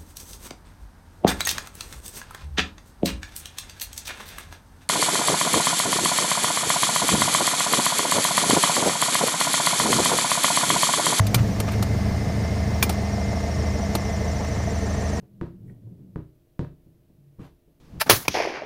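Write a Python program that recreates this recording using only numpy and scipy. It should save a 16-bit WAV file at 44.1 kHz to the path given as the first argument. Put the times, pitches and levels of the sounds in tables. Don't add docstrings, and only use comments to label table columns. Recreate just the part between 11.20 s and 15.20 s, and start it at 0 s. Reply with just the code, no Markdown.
import sys
import numpy as np
from scipy import signal
from scipy.fft import rfft, irfft, next_fast_len
from scipy.io import wavfile
from scipy.ndimage import map_coordinates

SR = 44100
rng = np.random.default_rng(int(sys.argv[2]) if len(sys.argv) > 2 else 0)


def transcribe(signal):
    frames = np.atleast_2d(signal).T
    limited = np.clip(frames, -1, 1)
    pcm = np.round(limited * 32767).astype(np.int16)
    wavfile.write(sys.argv[1], SR, pcm)


N = 176400
TIME_S = np.arange(N) / SR


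def amp(db):
    return 10 ** (np.asarray(db) / 20)


def unit_rms(x):
    return x / np.sqrt(np.mean(x ** 2) + 1e-20)


def curves(rows):
    times, *columns = np.transpose(rows)
    return [np.interp(TIME_S, times, column) for column in columns]


def wobble(rate_hz):
    knots = rng.standard_normal(int(N * rate_hz / SR) + 4)
    return map_coordinates(knots, [TIME_S * rate_hz], mode="nearest")


def filtered(x, response):
    size = next_fast_len(N + SR // 2)
    return irfft(rfft(x, size) * response(np.fft.rfftfreq(size, 1 / SR)), size)[:N]


def coloured(x, colour):
    knots_hz, db = np.transpose(colour)
    return unit_rms(filtered(x, lambda hz: amp(np.interp(np.log(hz + 1), np.log(knots_hz), db))))


WHINE_HZ = [1827, 1921, 2031, 2088, 1865, 8890, 9150]
# level_db, flutter_hz, start_s, end_s
WHINES = [(-53, 1.74, .7, 4.8), (-79.5, 3, 0.6, 3.3), (-52.5, 2.2, 0.38, 3.8), (-48.5, 20.3, 0.45, 3.47),
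          (-47.5, 18.2, 3.48, 4.7), (-65, 20.4, 0.8, 2.8), (-60, 25, 3.54, 4.2)]
def rotor_whines(fade_s=0.75, flutter_rate_hz=40):
    out = np.zeros(N)
    for hz, (db, flutter_hz, start, end) in zip(WHINE_HZ, WHINES):
        fade = np.clip(np.minimum(TIME_S - start, end - TIME_S) / fade_s + .5, 0, 1)
        turns = np.cumsum(hz + flutter_hz * wobble(flutter_rate_hz)) / SR
        out += fade * amp(db + 1.37 * wobble(18)) * np.sqrt(2) * np.sin(2 * np.pi * turns)
    return out


# frequency_hz, gain_db
AIR_COLOUR = [(200, -3), (700, 4.5), (1400, -2), (1750, 6), (1980, 2), (2090, 4.5), (2250, 0.5),
              (2700, -3.5), (3500, -5.5), (4600, -3), (6500, -6), (8000, -14), (9100, -12), (10500, -23),
              (15000, -81)]
def air_rush(level_db=-40.5):
    return amp(level_db) * coloured(rng.standard_normal(N), AIR_COLOUR)


# centre_turns, spread_turns, base_pitch_hz, half_width_hz, base_level_db
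PUFFS = [(.17, .15, 5980, 238, -44), (.55, 0.2, 5550, 300, -46.5), (.68, 0.14, 7030, 554, -48.5)]
# time_s, pitch_ratio, gain_db
PUFF_DRIFT = [(0, 1.06, -3.5), (.9, 0.88, -4), (1.6, 0.94, -1.5), (2.4, .95, 0), (3.2, 1, 1),
              (4, 1.04, 0.5)]
def air_puffs(cycle):
    pitch_ratio, drift_db = curves(PUFF_DRIFT)
    out = np.zeros(N)
    for centre, spread, hz, half_width, db in PUFFS:
        offset_turns = (2 * cycle - centre + .5) % 1 - .5
        swell = np.exp(-.5 * (offset_turns / spread) ** 2)
        band = filtered(rng.standard_normal(N), lambda f: 1 / (1 + ((f - hz) / half_width) ** 2))
        shift = np.exp(2j * np.pi * np.cumsum(hz * (pitch_ratio - 1)) / SR)
        out += amp(db + drift_db) * swell * (signal.hilbert(unit_rms(band)) * shift).real
    return out


# centre_s, level_db, spread_s
SCUFFS = [(0.191, -35.5, 0.011), (0.488, -33, 0.0073), (0.536, -39, 0.011), (3.25, -38, .004)]
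# frequency_hz, gain_db
SCUFF_COLOUR = [(400, -26), (1200, 6), (1900, -0.5), (2400, 1.5), (3200, -5), (7000, -14), (15000, -26)]
def scuffs():
    swell = sum(amp(db) * np.exp(-.5 * ((TIME_S - centre) / spread) ** 2)
                for centre, db, spread in SCUFFS)
    return swell * coloured(rng.standard_normal(N), SCUFF_COLOUR)


# start_s, level_db, pitch_hz, t60_s
BUMPS = [(.0, -11.5, 105.8, 0.26), (0.162, -9, 113, 0.17), (.207, -6, 130, 0.052), (.92, -14, 101, 0.094)]
def soft_bumps(rise_s=0.0022):
    out = np.zeros(N)
    for start, db, hz, t60 in BUMPS:
        age = np.maximum(TIME_S - start, 0)
        attack = 1 - np.exp(-age / rise_s)
        out += amp(db - 60 * age / t60) * attack * np.sin(2 * np.pi * hz * age)
    return out


# start_s, snap_db, knock_db, clack_db, noise_t60_s
CLICKS = [(0.067, -27, -41, -55, 0.047), (.144, -15, -23.5, -17.5, 0.053), (0.401, -24, -24.5, -50, .04),
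          (.518, -39.5, -35, -40, 0.084), (0.625, -26, -22, -50, 0.047), (1.626, -14.5, -23, -14.5, 0.058),
          (1.693, -25, -21, -44, 0.067), (1.725, -38, -34, -43, .05), (2.751, -22.5, -16.5, -36, 0.043)]
# frequency_hz, gain_db
SNAP_COLOUR = [(300, -18), (900, -9), (1300, 6), (1650, -3), (2200, 3), (3200, 3.5), (4300, 5), (5400, 0),
               (6500, 0.5), (7700, 0.5), (8900, 2), (10500, 1), (12200, -0.5), (15500, -8)]
KNOCK_COLOUR = [(120, 1.5), (330, 10), (520, 0), (760, 6), (900, 0), (1050, -12), (1280, 1), (1600, -17),
                (3000, -29), (8000, -48)]
CLACK_COLOUR = [(400, 0), (1100, 8.5), (1500, 2.5), (2050, 1), (2370, 8.5), (2800, -32), (3500, 5.5),
                (4500, -32), (6000, 3), (9000, -53), (12500, 0), (15500, 4)]
CLACK_HZ = [2335, 2395, 3480, 5426, 11920, 12070, 12980]
# gain_db, t60_s
CLACK_MODES = [(-2.5, .05), (0, .055), (-6, .04), (-15, .05), (-21, .1), (-19, .08), (-21, .07)]
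# pitch_hz, gain_db, t60_s
KNOCK_MODES = [(325, -5, .05), (480, -7, .035), (710, -1, .04), (865, -2, .03), (4300, -11, .03)]
def plastic_clicks(rise_s=0.00084, hold_s=0.0022):
    out = np.zeros(N + SR)
    length = SR // 2
    age = np.arange(length) / SR
    noises = np.array([coloured(rng.standard_normal(N), colour)
                       for colour in (SNAP_COLOUR, KNOCK_COLOUR, CLACK_COLOUR)])
    mode = lambda hz, db, t60: amp(db - 60 * age / t60) * np.sin(2 * np.pi * hz * age)
    ring = sum(mode(hz, db, t60) for hz, (db, t60) in zip(CLACK_HZ, CLACK_MODES))
    hollow = sum(mode(hz, db, t60) for hz, db, t60 in KNOCK_MODES)
    attack = 1 - np.exp(-age / rise_s)
    for start, snap_db, knock_db, clack_db, t60 in CLICKS:
        offset = rng.integers(N - length)
        grit = amp([snap_db, knock_db, clack_db]) @ noises[:, offset:offset + length]
        burst = grit * amp(-60 * np.maximum(age - hold_s, 0) / t60)
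        click = attack * (burst + amp(clack_db) * ring + amp(knock_db) * hollow)
        out[round(start * SR):][:length] += click
    return out[:N]


# time_s, cycle_rate_hz
ENGINE_SPEED = [(0, 6.49), (.9, 6.48), (1.5, 6.555), (2.3, 6.49), (3.0, 6.475), (3.6, 6.52), (4, 6.51)]
START_CYCLE_HZ = ENGINE_SPEED[0][1]
def engine_cycles():
    cycle_rate_hz, = curves(ENGINE_SPEED)
    return np.cumsum(cycle_rate_hz) / SR


def engine_noise(cycle, repeat_share):
    size = int(SR / START_CYCLE_HZ)
    position = (cycle % 1 * size).astype(int) % size
    repeating = rng.standard_normal(size)[position]
    return np.sqrt(repeat_share) * repeating + np.sqrt(1 - repeat_share) * rng.standard_normal(N)


# start_cycles, low_db, middle_db, high_db
VALVE_BLOWS = [(.015, -19, -4.5, -6.5), (.1, -5.5, 0, -1.5), (.17, -22, -6, -10), (.33, -8, -8.5, -1.5),
               (.505, -3, -7, -6), (.56, -3.5, -0.5, -13), (.62, -3, -3.5, -13), (.75, 0, -2, -10.5),
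               (.835, 0, -1.5, 0), (.89, -5, -3, -4)]
BODY_DB = [-37, -35.5, -42]
# frequency_hz, gain_db
BODY_COLOURS = [
    [(150, -4), (275, -6), (320, -3.5), (390, -4.5), (450, 5.5), (520, -6), (620, -9), (1200, -52.5)],
    [(300, -41), (520, -7), (600, -2.5), (670, 3.5), (760, -7.5), (860, -10), (1000, -21.5), (2000, -66)],
    [(450, -16), (780, 0), (880, 2), (970, -1), (1070, 1), (1250, -3.5), (1600, -14.5), (2500, -17),
     (6000, -54)],
]
# time_s, gain_db
CLATTER_GAIN = [(0, -2), (1, -2), (2, -0.5), (3, -0.5), (4, 0)]
def valve_clatter(cycle, swell_s=.0046, floor_gain=.38):
    starts, *strengths_db = np.transpose(VALVE_BLOWS)
    age_in_swells = ((cycle - starts[:, None]) % 1) / START_CYCLE_HZ / swell_s
    blow_power = (age_in_swells * np.exp(1 - age_in_swells)) ** 2
    out = np.zeros(N)
    for strength_db, db, colour in zip(strengths_db, BODY_DB, BODY_COLOURS):
        force = np.sqrt(amp(strength_db) ** 2 @ blow_power + floor_gain ** 2)
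        out += amp(db) * coloured(force * engine_noise(cycle, repeat_share=.45), colour)
    gain_db, = curves(CLATTER_GAIN)
    return amp(gain_db) * out


# frequency_hz, gain_db
RUMBLE_COLOUR = [(20, -18), (35, -13), (52, -15), (75, -1.5), (92, -7.5), (110, 4.5), (130, -2.5),
                 (165, -3.5), (200, -3.5), (240, -10.5), (330, -13.5), (450, -22.5), (900, -48)]
# time_s, base_level_db
RUMBLE_LEVEL = [(0, -28), (.2, -23.5), (.35, -27), (.8, -26.5), (1.2, -28), (2, -30), (3, -29.5),
                (4, -31.5)]
def low_rumble(cycle, lift_db=0.5):
    level_db, = curves(RUMBLE_LEVEL)
    return amp(level_db + lift_db) * coloured(engine_noise(cycle, repeat_share=0.43), RUMBLE_COLOUR)


MAIN_ORDERS = [12, 16]
# time_s, lower_tone_db, upper_tone_db
MAIN_LEVELS = [(0, -41, -21.5), (.12, -34, -28.5), (.45, -34, -28.5), (.88, -27.5, -28.5),
               (1.08, -31.5, -38), (1.798, -27.5, -32), (2.55, -26, -50), (3.3, -27.5, -39), (4, -27, -45)]
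WEAK_ORDERS = [8, 9, 10, 13, 21, 31, 35, 43, 48, 60, 69]
WEAK_LEVELS = [-40.5, -47, -40, -39.5, -42.5, -35, -45, -46, -51, -53, -49]
def propeller_and_exhaust(cycle, waver_db=1.8, waver_rad=.2):
    out = np.zeros(N)
    for order, db in zip(MAIN_ORDERS + WEAK_ORDERS, curves(MAIN_LEVELS) + list(WEAK_LEVELS)):
        gain = amp(db + waver_db * wobble(4.3))
        phase = 2 * np.pi * (order * cycle + rng.random()) + waver_rad * wobble(6)
        out += gain * np.sqrt(2) * np.sin(phase)
    return out


def scene():
    cycle = engine_cycles()
    main = propeller_and_exhaust(cycle) + low_rumble(cycle) + valve_clatter(cycle)
    background = air_rush() + air_puffs(cycle) + rotor_whines()
    close_by = plastic_clicks() + scuffs() + soft_bumps()
    return (background + close_by + main)[None]


def record(dry):
    top_hz = 15400
    return filtered(dry[0], lambda hz: hz < top_hz)[None]


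dry = scene()
out = record(dry)
transcribe(out)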